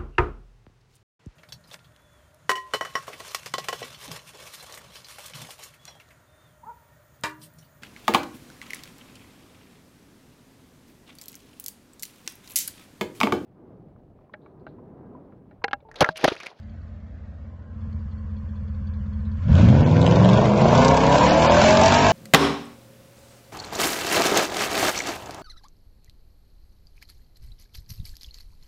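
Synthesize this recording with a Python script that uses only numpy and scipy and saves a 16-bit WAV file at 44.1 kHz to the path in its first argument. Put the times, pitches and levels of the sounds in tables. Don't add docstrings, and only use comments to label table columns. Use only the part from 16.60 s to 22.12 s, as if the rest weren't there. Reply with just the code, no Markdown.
import sys
import numpy as np
from scipy import signal
from scipy.fft import rfft, irfft, next_fast_len
from scipy.io import wavfile
from scipy.ndimage import uniform_filter1d

SR = 44100
rng = np.random.default_rng(int(sys.argv[2]) if len(sys.argv) > 2 else 0)


def makeup_ratio(level_db):
    decades = np.asarray(level_db, float) / 20
    return 10 ** decades


def persist_wave(psi):
    counts = np.round(np.clip(psi, -1, 1) * 32767).astype(np.int16)
    wavfile.write(sys.argv[1], SR, np.atleast_2d(counts).T)


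N = 243431
T = np.arange(N) / SR

# (time [s], rate [Hz])
CYCLE_RATE = [(0.0, 5.38), (0.9, 5.38), (1.2, 5.46), (1.8, 5.28), (2.4, 5.22), (2.8, 5.4), (3.1, 15.1),
              (3.2, 17.76), (3.6, 22.45), (3.95, 26.0), (4.2, 30.6), (4.3, 32.0), (4.48, 33.0),
              (4.6, 35.93), (4.7, 37.87), (4.8, 39.1), (5.0, 42.85), (5.52, 51.1)]
# (time [s], level [dB])
EXHAUST_LEVEL = [(0, -38), (.4, -42), (.85, -40), (1.05, -44), (1.25, -29.5), (1.75, -30.5), (2.2, -28),
                 (2.69, -25), (2.81, -26.5), (2.89, -11.5), (3., -8), (3.3, -13), (3.6, -11), (3.95, -14),
                 (4.2, -11), (4.5, -15), (5.1, -12.5), (5.52, -13.5)]

IDLE_ORDERS = [8, 11, 12, 13, 15, 16, 17, 18, 19, 21, 24, 29, 37, 40, 41, 42]
IDLE_ORDER_DB = [12, 11.8, 4.1, 23.3, 10, 26.5, 6.7, 9.5, 11, 13, 15.7, 7.1, 13.4, 19.7, 6.7, 6]
LOAD_ORDERS = [1, 2, 4, 5, 6, 7, 8, 9, 10, 12, 13, 14, 16, 17, 19, 20, 22, 23, 24, 25, 26, 27, 29, 30, 34]
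LOW_REVS_DB = [-8, -26, -5, 8, 6.5, -3.5, 12.5, 5, -11, 0, 13, 9, 1, 14, 10.5, -3.5, 8.5, 7, 6, 10, 3.5, -2,
               3, 6, -5]
HIGH_REVS_DB = [-14.5, 2, 1, 2.5, 4, -8.5, 13, 4, -2, 2, 11.5, 14.5, 7.5, 13, 4, 3.5, 7.5, -1, -9, 4, 3.5,
                -1, 6.5, -3, 4.5]
TOP_REVS_DB = [-12, 4, 4.5, 7.5, 6.5, -7.5, 9.5, 8.5, 4, 5, 10, 15, 0, 9.5, 8, -4, 2, -3.5, -1, -2, 5, -3,
               -3, -6, -2.5]
# (frequency [Hz], level [dB])
PIPE = [(20, -48.5), (50, -30.5), (85, -32), (130, -26), (210, -33), (260, -36.5), (310, -40), (380, -43),
        (520, -39), (690, -34), (780, -38.5), (950, -30.5), (1250, -40), (1650, -40.5), (2300, -51.5)]
# (frequency [Hz], width [Hz], level [dB])
TAIL_MODES = [(86.5, 14, 10.5), (209, 29, 5), (494, 30, 7)]
LOUD_FIRINGS = [
    (0, 1.),
    (.125, .65),
    (.36, .45),
    (.5, .35),
    (.75, .75),
]
IDLE_FIRINGS = [
    (.083, .2),
    (.188, .68),
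    (.514, .43),
    (.78, .87),
    (.871, .63),
]

CYLINDER_DB = [-21, -24, -22, -20, -25, -18, -11, -19]
# (frequency [Hz], density [dB per Hz])
RUMBLE = [(15, -60.5), (25, -29.5), (59, 0.5), (92, -7), (157, -12), (220, -14), (320, -41), (420, -60.5),
          (700, -120)]
# (frequency [Hz], density [dB per Hz])
GAS_FRONT = [(150, -23), (250, 2), (289, -2.5), (387, -10), (583, -1.5), (878, -12), (1210, -13.5),
             (1320, -17.5), (1930, -17), (2590, -24.5), (7510, -40), (8200, -48), (10700, -82),
             (18000, -120)]
# (frequency [Hz], density [dB per Hz])
GAS_IDLE = [(150, -23.5), (250, 13), (387, -1), (504, 10.5), (737, -1.5), (1050, 1), (1320, -11),
            (1670, -13), (1960, -17.5), (3320, -28), (3840, -32.5), (4380, -31), (8200, -40.5),
            (10700, -62.5), (18000, -120)]
# (frequency [Hz], density [dB per Hz])
GAS_NEAR = [(150, -20.5), (250, -19), (335, 18), (387, -9), (550, 18), (793, -3.5), (987, -5),
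            (1230, -22.5), (1530, -26.5), (1900, -35), (2250, -34), (3130, -38.5), (6680, -49), (8200, -59),
            (10700, -77.5), (18000, -120)]
# (frequency [Hz], density [dB per Hz])
GAS_FAR = [(150, -9.5), (250, -17), (423, -28.5), (637, -2), (759, -44), (972, -2.5), (1250, -19),
           (1640, -16), (1880, -21.5), (2300, -18.5), (3520, -24.5), (7190, -30.5), (8200, -40),
           (10700, -89.5), (18000, -120)]

# (time [s], peak level [dB])
CRACKS = [(2.8835, -40), (2.9285, -35), (2.9537, -24), (2.985, -26), (3.0173, -25), (3.044, -29),
          (3.0892, -23), (3.2085, -29.5), (3.2625, -30), (3.2933, -31.5), (3.3134, -29.5), (3.3668, -26.5),
          (3.416, -21), (3.445, -30.5), (3.465, -14.5), (3.4938, -35), (3.512, -16), (3.541, -39.5),
          (3.5584, -21.5), (3.648, -20.5), (3.69, -17.5), (3.7325, -19), (3.7738, -19.5), (3.8146, -27.5),
          (3.8554, -26), (3.8963, -43.5), (3.9385, -38.5), (3.977, -28), (4.0157, -22.5), (4.0476, -36),
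          (4.11, -40), (4.151, -17.5), (4.178, -13.5), (4.2156, -24), (4.2485, -12), (4.2823, -8),
          (4.3697, -16), (4.551, -31), (4.69, -24), (4.7082, -11.5), (4.9431, -29), (4.9666, -22),
          (5.038, -16), (5.1265, -13), (5.1717, -9), (5.2142, -7.5), (5.2354, -9.5), (5.259, -9),
          (5.2802, -5), (5.3215, -16), (5.344, -21)]
# (time [s], peak level [dB])
BITES = [(2.8867, -21), (2.8942, -22.5), (2.9866, -13), (2.9961, -12), (3.1275, -8.5), (3.1511, -9),
         (3.2088, -21), (3.2639, -13.5), (3.283, -10), (3.4436, -10.5), (3.449, -4), (3.477, -11),
         (3.524, -15.5), (3.5698, -8.5), (3.6147, -10), (3.6488, -13), (3.6585, -2), (3.7017, -11),
         (3.7438, -5.5), (3.7852, -1.5), (3.7916, -3.5), (3.8259, -5.5), (3.8405, -6), (3.8661, -18.5),
         (3.9195, -4.5), (3.9356, -18), (3.9443, -9.5), (3.9958, -7), (4.0195, 0), (4.0559, 2),
         (4.1298, 1.5), (4.1381, -2.5), (4.1901, -3.5), (4.2255, -6), (4.2718, -14.5), (4.3441, -22),
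         (4.4131, -10.5), (4.4546, -16.5), (4.4781, -8), (4.5042, -7), (4.5439, -0.5), (4.5576, 1),
         (4.7193, -0.5), (4.7749, -11.5), (4.7826, -12.5), (4.8228, -9), (4.8973, -2), (4.9216, -13.5),
         (4.9694, -16), (5.0295, -9.5), (5.0442, 3), (5.2175, -3.5), (5.2267, -5), (5.3236, -10.5),
         (5.4829, -8), (5.5115, -18)]

# (place [0-1 cycle], level [dB])
PUMP_STROKES = [
    (0.165, -5),
    (0.51, -4.5),
    (0.801, -11.5),
]
# (frequency [Hz], width [Hz], level [dB])
PUMP_RING = [(3340, 450, 0), (4450, 750, 0), (6400, 600, -14)]
# (time [s], level [dB])
PUMP_LEVEL = [
    (0, -80),
    (1., -88),
    (1.4, -79.5),
    (2.7, -73.5),
    (3., -61),
]
# (time [s], peak level [dB], ring [Hz])
PUMP_KNOCKS = [(1.1407, -65, 3560), (1.21, -59, 3340), (1.2809, -72, 3560), (1.3293, -69, 4230),
               (1.397, -62, 4620), (1.5149, -59, 4180), (1.5807, -56, 4430), (1.697, -61, 3440),
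               (1.767, -53.5, 4330), (1.887, -58.5, 3350), (1.9589, -53, 3440), (2.0292, -64.5, 3260),
               (2.0766, -55, 3350), (2.1465, -63, 3620), (2.1988, -70, 3300), (2.2727, -57.5, 3200),
               (2.338, -59, 4230), (2.4104, -55, 2920), (2.533, -54, 3300), (2.6014, -56.5, 4200),
               (2.6528, -51, 3970), (2.7177, -64, 4220)]

# (frequency [Hz], time to fall 60 dB [s])
TUNNEL = [(60, 1.5), (250, 2.9), (1000, 1.6), (3000, 0.91), (8000, 0.12)]
# (time [s], lost above [Hz])
TREBLE_GAPS = [
    (3.235, 3400),
    (4.05, 7000),
    (4.62, 4500),
    (4.7, 6000),
    (4.89, 5000),
]

TOP_ORDER = 56
FIRST_FIRING = .09
LEAVE_S = 2.24


def evened(x):
    return x / np.sqrt(np.mean(x ** 2) + 1e-20)


def ramp(x, start, span):
    return np.clip((x - start) / span, 0, 1)


def read(points, hz):
    f, value = np.transpose(points)
    return np.interp(np.log(hz + 1), np.log(f + 1), value)


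def curve(rows, t=T):
    times, values = np.transpose(rows)
    return np.interp(t, times, values)


def above(hz, edge_hz):
    return 1 / (1 + (edge_hz / (hz + 1e-9)) ** 12)


def coloured(x, gain):
    size = next_fast_len(N)
    return irfft(rfft(x, size) * gain(np.fft.rfftfreq(size, 1 / SR)), size)[:N]


def smoothed_noise(shape, size):
    return uniform_filter1d(uniform_filter1d(rng.standard_normal(shape), size), size)


def strokes(turns, place):
    count = np.floor(turns - place)
    return np.diff(count, prepend=count[0]) > 0


def throttle(t):
    return ramp(curve(CYCLE_RATE, t), 5.6, 2.8)


def reach(t):
    return ramp(curve(CYCLE_RATE, t), 7, 10)


def blur_db(behind_db, front_db, far_db):
    return behind_db + front_db * ramp(T, 1.41, -0.29) + far_db * ramp(T, LEAVE_S, 1.58)


def bands_db(t):
    level, speed = curve(EXHAUST_LEVEL, t), curve(CYCLE_RATE, t)
    revs = speed / 50
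    boom = level - 8.5 * ramp(revs, 0.32, 0.4)
    bark = level - 13 + 11.5 * ramp(revs, .2, .7 - .2)
    rasp = np.maximum(level, -15) - 26 + 15 * ramp(revs, .2, .71 - .2)
    calm = np.clip(level + 42, 0, 17)
    idle_bark, idle_rasp = -58.5 + 0.25 * calm, -67.5 + 0.5 * calm
    opened = ramp(speed, 6.3, 4.37)
    pedal = ramp(t, 2.73, 0.24)
    return boom, opened * bark + (1 - opened) * idle_bark, pedal * rasp + (1 - pedal) * idle_rasp


def order_db(marked, marked_db, slope_db, under_db):
    k = np.arange(1, TOP_ORDER + 1)
    out = -2.5 + slope_db * np.maximum(k - 32, 0) + under_db * (k < len(CYLINDER_DB))
    out[np.array(marked) - 1] = marked_db
    return out[:, None]


def beats(firings, k):
    return np.angle(sum(g * np.exp(-2j * np.pi * k * p) for p, g in firings)) / (2 * np.pi)


def resonance(hz, centre_hz, width_hz, power):
    return 1 / (1 + (2 * (hz - centre_hz) / width_hz) ** power)


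def loaded_order_db(hz, k, t):
    speed, slope_db = curve(CYCLE_RATE, t), -0.202
    fast, top = ramp(speed, 25, 7), ramp(speed, 34, 8)
    low_db, high_db, top_db = (order_db(LOAD_ORDERS, db, slope_db, 0)
                               for db in (LOW_REVS_DB, HIGH_REVS_DB, TOP_REVS_DB))
    out = (1 - fast) * low_db + (fast - top) * high_db + top * top_db + read(PIPE, hz) + 35
    out += (1 - fast) * sum(db * resonance(hz, f, width, 2) for f, width, db in TAIL_MODES)
    out += (k == len(CYLINDER_DB)) * (1 - reach(t)) * 11 * resonance(hz, 98, 46, 4)
    return out + (1 - reach(t)) ** 3 * 12 * resonance(hz, 88, 34, 4)


def orders(turns, wander_db=1.5, trim_db=-1.3):
    t, k = T[::64], np.arange(1, TOP_ORDER + 1)[:, None]
    load, hz = throttle(t), k * curve(CYCLE_RATE, t)
    idle_db = order_db(IDLE_ORDERS, IDLE_ORDER_DB, slope_db=3 * -0.202, under_db=-11)
    power = makeup_ratio((1 - load) * idle_db + load * loaded_order_db(hz, k, t)) ** 2

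    high = above(hz, edge_hz=236)
    boom_db, bark_db, _ = bands_db(t)
    boom = makeup_ratio(boom_db) ** 2 / (power * (1 - high)).sum(0)
    bark = makeup_ratio(bark_db) ** 2 * reach(t) / (power * high).sum(0)
    height = np.sqrt(2 * power * (boom * (1 - high) + bark * high))
    height = height * makeup_ratio(trim_db - 0.5 * ramp(t, 1.15, -0.22))

    rough = load * np.clip(hz / 500, .15, 1.3)
    chance, drift = smoothed_noise((2, *hz.shape), 26)
    swell_db = (2.1 + wander_db * rough) * 1.25 * np.tanh(evened(chance))
    height = height * makeup_ratio(swell_db - .5 * wander_db * rough)

    scatter = .05 * (1 + (14 / k) ** 2) * rng.standard_normal(k.shape)
    start = (1 - load) * beats(IDLE_FIRINGS, k) + load * (beats(LOUD_FIRINGS, k) + scatter)
    start = start + .014 * rough * evened(drift)
    place, slow_t = turns[::6] - FIRST_FIRING, T[::6]
    slow = 0
    for n, h, p in zip(k[:, 0], height, start):
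        phase = 2 * np.pi * (n * place + np.interp(slow_t, t, p))
        slow = slow + np.interp(slow_t, t, h) * np.cos(phase)
    return -signal.resample_poly(slow, up=6, down=1)[:N]


def gusts(depth_db=1.0, length_s=0.06):
    return depth_db * evened(smoothed_noise(N, round(length_s * SR)))


def gas(turns, spread_db=3., puff_s=.0009, steady=.26):
    kicks = sum(makeup_ratio(db) * strokes(turns, FIRST_FIRING + n / len(CYLINDER_DB))
                for n, db in enumerate(CYLINDER_DB))
    kicks = kicks * makeup_ratio(spread_db * rng.standard_normal(N)) * throttle(T)
    puffs = signal.lfilter([1], [1, -np.exp(-1 / (puff_s * SR))], kicks)
    drive = (steady + 2.4 * puffs) * rng.standard_normal(N)
    drive = drive / np.sqrt(uniform_filter1d(drive ** 2, size=5000))

    front, far, load = ramp(T, 1.15, -0.55), ramp(T, 3.7, 1.46), throttle(T)
    shares = front, (1 - front) * (1 - load), load * (1 - far), load * far
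    loose_db = blur_db(behind_db=-24, front_db=18, far_db=7)
    boom_db, bark_db, rasp_db = bands_db(T)
    bark, rasp = makeup_ratio(bark_db + reach(T) * loose_db), makeup_ratio(rasp_db + load * gusts())
    out = makeup_ratio(boom_db + loose_db) * evened(coloured(drive, lambda f: makeup_ratio(read(RUMBLE, f))))
    for share, colour in zip(shares, (GAS_FRONT, GAS_IDLE, GAS_NEAR, GAS_FAR)):
        low = coloured(drive, lambda f: makeup_ratio(read(colour, f)) * np.sqrt(1 - above(f, 1400)))
        high = coloured(drive, lambda f: makeup_ratio(read(colour, f)) * np.sqrt(above(f, 1400)))
        out += share * (bark * evened(low) + rasp * evened(high))
    return out


def cracks(ring_s=.0004, steep_s=.0001, wide=.6, second_gain=.6):
    out, t = np.zeros(N + 1200), np.arange(600) / SR
    band = signal.butter(2, [1800, 7600], "band", fs=SR)
    splash = signal.lfilter(*band, rng.standard_normal((len(CRACKS), 600)))
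    pitches = 3300 + 300 * rng.standard_normal(len(CRACKS))
    for (s, db), hz, noise in zip(CRACKS, pitches, splash):
        fast = ramp(s, 3.8, .3)
        length = (1 - fast) * ring_s + fast * steep_s
        ring = (t / length) * np.exp(1 - t / length) * np.sin(2 * np.pi * hz * (1 + .3 * fast) * t)
        front = makeup_ratio(db - 1.5) * ((wide + .2 * fast) * noise * np.exp(-t / .0016) - ring)
        second_s = .0065 / max(s - 2.92, .55)
        for arrival_s, gain in ((s, 1), (s + second_s, second_gain)):
            at = round(arrival_s * SR)
            out[at:at + 600] += gain * front
    return out[:N]


def bites(ring_s=0.0027, trim_db=-2.5):
    out, t = np.zeros(N + 1500), np.arange(1500) / SR
    for s, db in BITES:
        at, hz = round(s * SR), 544 + 55 * (s - LEAVE_S)
        out[at:at + len(t)] -= makeup_ratio(db + trim_db) * np.exp(-t / ring_s) * np.sin(2 * np.pi * hz * t)
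    return out[:N]


def pump(turns, stroke_s=0.0087):
    kicks = sum(makeup_ratio(db) * strokes(turns, place) for place, db in PUMP_STROKES)
    kicks = kicks * makeup_ratio(2.5 * rng.standard_normal(N)) * (1 - throttle(T))
    burst = signal.lfilter([1], [1, -np.exp(-1 / (stroke_s * SR))], kicks) * rng.standard_normal(N)
    ring = coloured(burst, lambda f: sum(makeup_ratio(db) / np.hypot(1, 2 * (f - hz) / width) ** 2
                                         for hz, width, db in PUMP_RING))
    return makeup_ratio(curve(PUMP_LEVEL)) * evened(ring) * np.sqrt(.5)


def knocks(ring_s=0.021, width_hz=220, trim_db=-13.5, other_db=-5.0):
    out, t = np.zeros(N), np.arange(2600) / SR
    grit = smoothed_noise((len(PUMP_KNOCKS), 4, len(t)), round(SR / width_hz / 2))
    for (s, db, hz), (a, b, c, d) in zip(PUMP_KNOCKS, grit):
        turn = 2 * np.pi * hz * t
        other = 2 * np.pi * (3350 + 4300 - hz) * t
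        ring = evened(a * np.cos(turn) + b * np.sin(turn))
        ring = ring + makeup_ratio(other_db) * evened(c * np.cos(other) + d * np.sin(other))
        envelope = np.minimum(t / .002, 1) * np.exp(-t / ring_s)
        out[round(s * SR):][:len(t)] += makeup_ratio(db + trim_db) * envelope * ring
    return out


def tunnel(x):
    taps = np.zeros(2 * SR)
    at = np.arange(460, 2 * SR - 20, 20)
    taps[at + rng.integers(0, 20, len(at))] = rng.choice([-1., 1.], len(at))
    hz, t, z = signal.stft(taps, SR, nperseg=512)
    tail = signal.istft(z * makeup_ratio(-60 * t / read(TUNNEL, hz)[:, None]), SR, nperseg=512)[1]
    return signal.fftconvolve(x, tail / np.linalg.norm(tail))[:N]


def scene():
    turns = np.cumsum(curve(CYCLE_RATE)) / SR
    car = orders(turns) + gas(turns) + cracks() + bites() + pump(turns) + knocks()
    tail_db = blur_db(behind_db=-22, front_db=12, far_db=6.5)
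    return (car + makeup_ratio(tail_db) * tunnel(car))[None]


def thinned_treble(x, from_hz=1800, under_db=-3.2, loss_db=-22, contrast=.5):
    hz, t, z = signal.stft(x, SR, nperseg=2048)
    band = uniform_filter1d(uniform_filter1d(abs(z) ** 2, size=5, axis=1), size=2, axis=2)
    around = uniform_filter1d(uniform_filter1d(band, size=60, axis=1), size=2, axis=2)
    over_db = 10 * np.log10(abs(band / around) + 1e-9)
    weak = np.clip(under_db - over_db, 0, 1) * above(hz, from_hz)[:, None]
    dice = rng.random((len(t), 65)).T.repeat(16, axis=0)[:len(hz)]
    gaps = sum((abs(t - s) < .02) * (hz[:, None] > f) for s, f in TREBLE_GAPS)
    odds = .03 * (hz > 3000)[:, None] + .4 * (hz > 7700)[:, None] + .65 * gaps
    sharp_db = contrast * (over_db - 1.1) * above(hz, from_hz / 2)[:, None]
    kept = z * makeup_ratio(sharp_db + loss_db * np.maximum(weak, dice < odds))
    return signal.istft(kept, SR, nperseg=2048)[1][:, :N]


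def low_pass(x):
    return signal.sosfilt(signal.butter(12, 8540, fs=SR, output="sos"), x)


def record(dry):
    soft = thinned_treble(1.156 * np.tanh(dry / 1.143))
    band_limit = signal.firwin(401, 7990, window=("kaiser", 9), fs=SR)
    narrow = signal.oaconvolve(soft, band_limit[None], "same")
    return low_pass(narrow)


dry = scene()
out = record(dry)
persist_wave(out)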